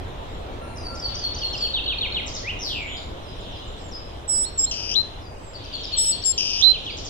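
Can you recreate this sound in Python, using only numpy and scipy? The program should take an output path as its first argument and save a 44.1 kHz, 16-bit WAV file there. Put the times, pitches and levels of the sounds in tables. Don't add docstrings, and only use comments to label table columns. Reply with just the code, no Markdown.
import sys
import numpy as np
from scipy import signal
from scipy.io import wavfile
from scipy.ndimage import uniform_filter1d

SR = 44100
rng = np.random.default_rng(int(sys.argv[2]) if len(sys.argv) > 2 else 0)


def level_to_linear(level):
    exponent = np.asarray(level, float) / 20
    return 10 ** exponent


def materialize(psi):
    bounded = np.clip(np.atleast_2d(psi).T, -1, 1)
    quanta = np.round(bounded * 32767).astype(np.int16)
    wavfile.write(sys.argv[1], SR, quanta)


N = 312669


def evened(x):
    return x / np.sqrt(np.mean(x ** 2) + 1e-20)


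def read(points, hz):
    f, value = np.transpose(points)
    return np.interp(np.log(hz + 1), np.log(f + 1), value)


def over_time(points, t):
    return np.interp(t, *np.transpose(points))


def unfold(rows):
    s, *columns = np.transpose(sorted(rows))
    t = np.arange(s[0], s[-1], 1 / SR)
    return (t, *(np.interp(t, s, column) for column in columns))


def phase(hz):
    return 2 * np.pi * np.cumsum(hz) / SR


def wobble(size, span):
    rough = rng.standard_normal(size + 2 * span)
    smooth = signal.convolve(rough, np.hanning(2 * span), "valid")[:size]
    return smooth / np.sqrt(.75 * span)


def add(mix, t, sound, balance_db, edge_s=.005):
    to_end = np.minimum(t - t[0], t[-1] - t)
    fade = np.sin(np.pi / 2 * np.clip(to_end / edge_s, 0, 1)) ** 2
    sides = level_to_linear(np.outer([.5, -.5], balance_db * np.ones(len(t))))
    part = mix[:, round(t[0] * SR):][:, :len(t)]
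    part += (np.sqrt(2) * sound * fade * sides)[:, :part.shape[1]]


def repeated(shape, events):
    return [[(s + dt, hz * share, db + rel_db) for dt, share, rel_db in shape] for s, hz, db in events]


def glides(events, peak_at, start_db, end_db):
    notes = []
    for s, size, first_hz, last_hz, db in events:
        peak_hz = first_hz + peak_at * (last_hz - first_hz)
        notes.append([(s, first_hz, db + start_db), (s + peak_at * size, peak_hz, db),
                      (s + size, last_hz, db + end_db)])
    return notes


def hush(colour, likeness, patchy_db):
    # (f/Hz, likeness)
    same_sides = [(40, 0.91), (130, 0.8), (300.5, 1), (700, 0.22), (1500, 0.28), (4000, 0.085)]
    lead_s = 17 / 44100
    frames, hz = N // 256 + 5, np.fft.rfftfreq(1024, 1 / SR)
    a, b, c, d, patches = rng.standard_normal((frames, 513, 5)).T
    patches = evened(uniform_filter1d(uniform_filter1d(patches, 8, 0), 10, 1))
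    same = (likeness * read(same_sides, hz))[:, None]
    left = a + 1j * b
    late_left = left * np.exp(-2j * np.pi * hz * lead_s)[:, None]
    right = same * late_left + np.sqrt(1 - same ** 2) * (c + 1j * d)
    spectrum = np.array([left, right]) * level_to_linear(read(colour, hz)[:, None] + patchy_db * patches)
    return evened(signal.istft(spectrum, nperseg=1024, noverlap=768)[1][:, :N])


def distant_roar():
    # (t/s, roar/dB, rumble/dB)
    levels = [(0.0, -37.5, -35.5), (6.36, -42.5, -40.5), (7.09, -41, -39)]
    # (f/Hz, level/dB)
    colour = [(20, -36), (40, -17.5), (62, -1.5), (100, -22), (160, -21.5), (300, -16), (600, -15),
              (1000, -20), (1500, -26.5), (2500, -35), (4000, -58.5)]
    s, roar_db, rumble_db = np.transpose(levels)
    t = np.arange(N) / SR
    whole = hush(colour, likeness=.99, patchy_db=.96)
    rumble = signal.sosfiltfilt(signal.butter(2, 130, fs=SR, output="sos"), whole)
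    roar = evened(whole - rumble) * level_to_linear(np.interp(t, s, roar_db))
    return roar + evened(rumble) * level_to_linear(np.interp(t, s, rumble_db))


def far_chorus():
    # (t/s, level/dB)
    levels = [(0, -51), (.5, -49.5), (.9, -64), (1.1, -41), (2.3, -43.5), (3.1, -50.5), (3.55, -41),
              (3.9, -50), (4.3, -54), (5.2, -49), (5.4, -78), (5.6, -45), (5.75, -37.5), (5.95, -34),
              (6.2, -39), (6.35, -45), (6.75, -35), (7.09, -43)]
    # (f/Hz, level/dB)
    colour = [(1900, -33.5), (2500, -7.5), (3000, 4.5), (3600, 5.5), (4100, 1.5), (4600, -19),
              (5800, -18.5), (7000, -20.5), (8500, -55)]
    return hush(colour, likeness=.8, patchy_db=2) * level_to_linear(over_time(levels, np.arange(N) / SR))


def air_hiss():
    # (f/Hz, level/dB)
    colour = [(1500, -16.5), (2500, -4), (4500, -11.5), (6500, -15), (8000, -21), (10000, -24),
              (13000, -32.5), (15400, -42)]
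    return hush(colour, likeness=.66, patchy_db=3) * level_to_linear(-52.5)


def woods(dry, lead, wet_db, first_db):
    # (f/Hz, time/s)
    fading = [(1500, 0.9), (3000, 0.36), (5000, 0.46), (8000, 0.37), (12000, 0.36)]
    taps = np.zeros((2, SR))
    at = np.arange(300, SR - 20, 20) + rng.integers(0, 20, (2, (SR - 301) // 20))
    np.put_along_axis(taps, at, rng.choice([-1., 1.], at.shape), 1)
    hz, t, z = signal.stft(taps, SR, nperseg=256)
    z *= level_to_linear(-60 * t / read(fading, hz)[:, None]) * (1 - np.exp(-t / .019))
    tail = signal.istft(z, SR, nperseg=256)[1]
    tail *= level_to_linear(wet_db) / np.linalg.norm(tail[0])
    first_echoes = level_to_linear(first_db) * rng.uniform(-1, 1, (2, 4))
    np.put_along_axis(tail, rng.integers(40, 900, (2, 4)), first_echoes, 1)
    direct = np.array([dry[0], np.roll(dry[1], lead)])
    return direct + signal.fftconvolve(dry.mean(0)[None], tail, axes=1)[:, :N]


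def whistles(notes, balances_db, octave_db, third_db, flutter_db, tremble=0, steady_hz=4900):
    mix = np.zeros((2, N))
    for rows, balance_db in zip(notes, balances_db * np.ones(len(notes))):
        t, hz, db = unfold(rows)
        shake = .005 + tremble * np.clip((hz - steady_hz) / 700, 0, 1)
        turn = phase(hz * (1 + shake * wobble(len(t), span=100)))
        tone = np.sin(turn) + level_to_linear(octave_db) * np.sin(2 * turn) + level_to_linear(third_db) * np.sin(3 * turn)
        add(mix, t, tone * level_to_linear(db + flutter_db * wobble(len(t), span=200)), balance_db)
    return mix


def reed():
    # (t/s, level/dB)
    levels = [(.61, -47), (.7, -57), (.8, -67), (.95, -42.5), (1.05, -68), (1.2, -73)]
    # (multiple of the root, level/dB, end/s)
    overtones = [(2, -59.5, 0.99), (3, -64.5, 0.92), (7, -62.5, 0.99), (8, -74, 0.9)]
    mix = np.zeros((2, N))
    t, db = unfold(levels)
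    turn = phase(1364 * (1 + .0017 * wobble(len(t), span=900)))
    tone = level_to_linear(db) * np.sin(turn)
    for k, over_db, end in overtones:
        tone += level_to_linear(over_db) * np.sin(k * turn) * np.clip((end - t) / .03, 0, 1)
    add(mix, t, tone, .3, edge_s=.019)
    return mix


def thin_notes():
    # (start t/s, length/s, from f/Hz, to f/Hz, peak level/dB)
    ahead = [ (.19, .09, 7078, 7530, -68), (.28, 0.14, 7530, 7000, -65), (.91, 0.15, 7000, 7800, -61),
             (1.47, 0.082, 7700, 6800, -59), (1.55, 0.16, 7450, 7200, -53), (2.13, 0.046, 7000, 7432, -64),
             (2.64, 0.24, 7490, 7460, -58), (2.82, 0.26, 7200, 6970, -51.5), (3.4, .03, 7240, 7200, -57),
             (3.64, .03, 9329, 7200, -68), (3.67, .05, 7270, 7170, -53)]
    # (start t/s, length/s, from f/Hz, to f/Hz, peak level/dB)
    right = [
        (3.76, .14, 8100, 6990, -54.5),
        (5.36, 0.18, 8200, 7270, -55),
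    ]
    trill = [(5.748 + k * .057, .025, 7400, 6750, -53) for k in range(4)]
    ahead_notes = glides(ahead + trill, peak_at=.45, start_db=-5, end_db=-11)
    right_notes = glides(right, peak_at=.7, start_db=-19, end_db=-6.5)
    mix = whistles(ahead_notes, 1.5, -46, -49, 2.5)
    return mix + whistles(right_notes, -14.5, -46, -49, 2.5)


def rising_hooks():
    # (start t/s, top f/Hz, level/dB)
    hooks = [
        (4.43, 4290, -37),
        (4.64, 4240, -33.5),
    ]
    balances = [-16, -8]
    # (t/s after start, share of top pitch, level/dB against the hook)
    hook = [(0, .7, -9), (.015, .85, -13), (.028, 0.972, -2.5), (.04, 1.001, -3.5), (.062, .995, -8)]
    return whistles(repeated(hook, hooks), balances, -47, -48, 1.5)


def warbler():
    # (start t/s, drop/s, held f/Hz, level/dB)
    drops = [ (3.22, 0.057, 4980, -54.5), (3.35, .06, 5040, -59), (3.51, 0.043, 4970, -54),
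             (3.77, .025, 5460, -63), (3.911, .025, 5040, -37), (5.21, 0.04, 4800, -51),
             (4.291, .045, 5020, -38)]
    balances = [-12, -11, 9, -20, 4, 6, 0]
    notes = []
    for s, drop, hz, db in drops:
        notes.append([(s, hz * 1.18, db - 9), (s + drop, hz, db - 5), (s + drop + .025, hz, db),
                      (s + drop + .105, hz * .99, db - 21)])
    return whistles(notes, balances, -44, -49, 2.5, tremble=.02, steady_hz=4540)


def rattles(strokes, edge_db, rate_hz=110, swing=.073):
    mix = np.zeros((2, N))
    for rows in strokes:
        t, hz, db = unfold(rows)
        chop = phase(rate_hz * (1 + .255 * wobble(len(t), span=300)))
        now_hz = hz * (1 + swing * np.sin(chop))
        turn = phase(now_hz)
        edge = sum(np.exp(-((k * now_hz - 11900) / 1900) ** 2) * np.sin(k * turn) for k in (2, 3))
        tone = np.sin(turn) + level_to_linear(edge_db) * edge
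        add(mix, t, tone * level_to_linear(db) * (1 - .83 * np.cos(chop)), .8)
    return mix


def finch_flourish():
    # (t/s, f/Hz, level/dB)
    dive = [(2.587, 6180, -47.5), (2.63, 5430, -34), (2.66, 4626, -33.5), (2.7, 3554, -32),
            (2.76, 2710, -35), (2.82, 2373, -38), (2.88, 2155, -44.5)]
    # (t/s, f/Hz, level/dB)
    recovery = [(2.87, 2995, -42), (2.96, 3496, -39.5), (3.06, 3900, -58)]
    # (t/s, f/Hz, level/dB)
    tag = [(2.965, 4520, -39.5), (2.995, 4620, -52)]
    # (start t/s, top f/Hz, level/dB)
    strokes = [(2.257, 7450, -38.5), (2.335, 7126, -34), (6.833, 7000, -51), (6.963, 7130, -40.5),
               (7.04, 7230, -38.5)]
    # (t/s after start, share of top pitch, level/dB against the stroke)
    stroke = [(0, .64, -11), (.009, .97, -6), (.024, .76, 2), (.04, 0.62, -6.5), (.085, 0.86, -12)]
    leaps = repeated(stroke, strokes) + [recovery, tag]
    return rattles([dive], -25.5) + rattles(leaps, -37, rate_hz=130, swing=.11)


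def pips():
    # (start t/s, level/dB)
    starts = [(1.7906, -50), (1.838, -39), (1.856, -31.5), (1.9001, -44), (1.9295, -60), (1.982, -30),
              (2.0258, -38), (2.0552, -53), (2.0822, -59), (2.1196, -33), (2.129, -39), (2.164, -41),
              (2.2294, -51)]
    notes = []
    for s, db in starts:
        hz = 4360 - 350 * (s - starts[0][0])
        notes.append([(s, hz, db + 5.5), (s + .014, hz, db)])
    return whistles(notes, .3, -63, -43, .94)


def sweeps():
    # (start t/s, length/s, from f/Hz, to f/Hz, peak level/dB)
    swept = [ (1.415, 0.027, 3420, 2650, -29.5), (1.53, 0.0318, 3420, 2550, -30.5),
             (1.637, 0.045, 3420, 2480, -32), (1.857, 0.0324, 3370, 2700, -30),
             (2.5, .032, 2800, 2750, -37), (1.735, .065, 4050, 2500, -23.5), (1.876, .064, 4050, 2350, -24),
             (2.008, .062, 4030, 1990, -25), (2.143, .064, 4020, 1900, -25),
             (6.715, .06, 3950, 2280, -31.5), (6.855, .06, 3750, 2100, -32.5),
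             (5.235, .035, 2000, 2460, -62), (6.69, .02, 5300, 4300, -39.5),
             (6.915, 0.026, 5030, 4470, -45), (6.895, 0.022, 3880, 5030, -34.5)]
    # (t/s, f/Hz, level/dB)
    upsweep = [(2.43, 1794, -46), (2.465, 2153, -36.5), (2.495, 2785, -27), (2.512, 3197, -27.5)]
    notes = glides(swept, peak_at=.49, start_db=-.5, end_db=-10) + [upsweep]
    return whistles(notes, -.3, -53, -49, 2.5)


def syllables(rows, flick, pip, slur):
    small = [(s, hz, small_db) for s, hz, _, small_db in rows]
    slurred = [(s, hz, slur_db) for s, hz, slur_db, _ in rows]
    return repeated(flick, small) + repeated(pip, small) + repeated(slur, slurred)


def finch_phrases():
    # (start t/s, slur f/Hz, slur level/dB, flick and pip level/dB)
    first = [ (.755, 4580, -35.5, -40.5), (.945, 4494, -25.5, -36), (1.14, 4389, -23.5, -28.5),
             (1.335, 4300, -24, -31), (1.525, 4390, -23, -31) ]
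    again = [ (5.445, 4660, -40, -64), (5.636, 4440, -32, -36), (5.83, 4385, -27, -29),
             (6.023, 4466, -29, -24.5), (6.215, 4370, -39.5, -27.5) ]
    # (t/s after start, share of slur pitch, level/dB against the part's level)
    flick = [(0, 1.2, -14), (0.024, 1.33, -2)]
    pip = [(.024, 1.09, 0.5), (.045, 1.1, -9)]
    slur = [(.05, 1.35, -5), (.065, 1.13, -19.5), (.085, 1.04, -8.5), (.115, .995, 1),
            (0.166, 1.005, -17.5)]
    later_flick = [(.001, 1.2, -16), (.022, 1.3, -10)]
    later_pip = [(0.021, 0.992, -1.5), (0.028, 1.133, 8)]
    later_slur = [(0.086, 1.06, -15.5), (.11, 0.98, 1.5), (.14, .96, -8)]
    mix = whistles(syllables(first, flick, pip, slur), .3, -32, -39.5, 2.5, tremble=.06)
    later = syllables(again, later_flick, later_pip, later_slur)
    return mix + whistles(later, 7.2, -33, -53.5, 2.5, tremble=.051, steady_hz=4190)


def duet_levels(s, size, up_db, low_db, dip_db):
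    before, deepest, after = s + size * np.array((.4, .6, .82))
    return [(s, up_db - 16, low_db - 30), (s + .02, up_db, low_db),
            (before, up_db + dip_db / 2, low_db), (deepest, up_db + dip_db, low_db - 2.5),
            (after, up_db, low_db - 2.5), (s + size, up_db - 5, low_db - 5)]


def duets():
    # (start t/s, length/s, upper level/dB, lower level/dB, midway dip/dB)
    notes = [(4.276, .18, -22, -34.5, -0.5), (4.574, 0.084, -15.5, -30.5, -10),
             (5.965, 0.16, -17.5, -26.5, -10.5), (6.239, .085, -20, -30, -1.5)]
    # (upper f/Hz, lower f/Hz, upper balance/dB, lower balance/dB, lower octave/dB)
    voices = [(7877, 5474, -9, 9, -13), (7417, 5308, -0.5, -9, -21.5), (7870, 5425, 6.5, -7, -11),
              (7442, 5282, 9, 14.5, -9.5)]
    # (upper multiple, lower multiple, level/dB against the mean of both voices)
    mixing = [
        (1, 1, -31),
        (2, -1, -29.5),
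        (-1, 3, -29.5),
        (2, 0, -28),
    ]
    mix = np.zeros((2, N))
    for note, (up_hz, low_hz, up_balance, low_balance, octave_db) in zip(notes, voices):
        t, up_db, low_db = unfold(duet_levels(*note))
        start = .021 * np.exp(-(t - t[0]) / .015)
        drift = 1 + .0014 * wobble(len(t), span=700)
        up, low = phase(up_hz * (drift - start)), phase(low_hz * (drift + start))
        mean_db = (up_db + low_db) / 2
        mixed = sum(level_to_linear(mean_db + db) * np.sin(a * up + b * low) for a, b, db in mixing)
        add(mix, t, level_to_linear(up_db) * np.sin(up) + mixed, up_balance)
        add(mix, t, level_to_linear(low_db + octave_db) * np.sin(2 * low), -8.5)
        add(mix, t, level_to_linear(low_db) * np.sin(low), low_balance)
    return mix


def buzz_course(note, balances):
    # (t/s after its start, f/Hz, share of the way to the whistle)
    climbing = [(-.045, 2730, 0), (.008, 2790, 0.17), (.02, 3380, 0.64), (.031, 3900, 0.9),
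                (.048, 4040, .97)]
    s, climb, end, buzz_db, top_db = note
    buzz_balance, top_balance = balances
    low_db = buzz_db - 1
    rows = [(s, 2940, buzz_db + 7, buzz_balance / 2), (s + .0334, 2764, buzz_db, buzz_balance)]
    for dt, hz, way in climbing:
        db = low_db + way * (top_db - low_db)
        rows.append((climb + dt, hz, db, buzz_balance + way * (top_balance - buzz_balance)))
    return rows + [(end, 4106, top_db - 7.5, top_balance)]


def buzzes():
    # (start t/s, climb t/s, end t/s, buzz level/dB, whistle level/dB)
    notes = [
        (4.711, 4.931, 5.02, -40.5, -17.5),
        (6.376, 6.603, 6.722, -34.5, -14.5),
    ]
    # (buzz/dB, whistle/dB)
    balances = [
        (8, 12.5),
        (7.5, -22.5),
    ]
    # (t/s, f/Hz)
    warble_speed = [(4.7, 180), (4.95, 155), (6.37, 180), (6.63, 176)]
    # (pitch f/Hz, swing/Hz, octave/dB)
    calming = [(2950, 310, 7), (3350, 380, -24), (3900, 260, -42), (4060, 50, -52), (4090, 3, -54)]
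    throat_hz, beak_hz = 4300, 9600
    mix = np.zeros((2, N))
    pitch, swings, octaves = np.transpose(calming)
    for note, sides in zip(notes, balances):
        t, hz, db, balance_db = unfold(buzz_course(note, sides))
        cap_db = -7.5 - abs(balance_db) / 2
        swing_hz, octave_db = np.interp(hz, pitch, swings), np.interp(hz, pitch, octaves)
        warble = phase(over_time(warble_speed, t) * (1 + .05 * wobble(len(t), span=300)))
        now_hz = hz + swing_hz * (np.sin(warble) + .1 * wobble(len(t), span=120))
        turn = phase(now_hz)
        bend_db = 40 * np.log(now_hz / hz)
        pulls = throat_hz, throat_hz, beak_hz, beak_hz
        levels = 0, octave_db, octave_db - 31, octave_db - 46
        tone = 0
        for k, over_db, pull in zip(range(1, 5), levels, pulls):
            tone = tone + level_to_linear(over_db + bend_db * np.tanh((pull - k * hz) / 600)) * np.sin(k * turn)
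        rough_db = 2.5 * swing_hz / swings[0] * wobble(len(t), span=120)
        add(mix, t, tone * level_to_linear(np.minimum(db + rough_db, cap_db)), balance_db, edge_s=.0027)
    return mix


def scene():
    background = distant_roar() + far_chorus() + air_hiss()
    small_birds = reed() + thin_notes() + rising_hooks() + warbler()
    finch = pips() + sweeps() + finch_phrases()
    far = woods(small_birds, lead=0, wet_db=-4, first_db=-11)
    left = woods(finch_flourish(), lead=17, wet_db=0, first_db=-8)
    left += woods(finch, lead=17, wet_db=-3, first_db=-12)
    near = woods(duets() + buzzes(), lead=4, wet_db=-15, first_db=-20)
    return background + far + left + near


def band_limit(x):
    return signal.sosfilt(signal.butter(12, 15630, fs=SR, output="sos"), x)


def record(dry):
    offset = -.0018
    return band_limit(dry + offset)


dry = scene()
out = record(dry)
materialize(out)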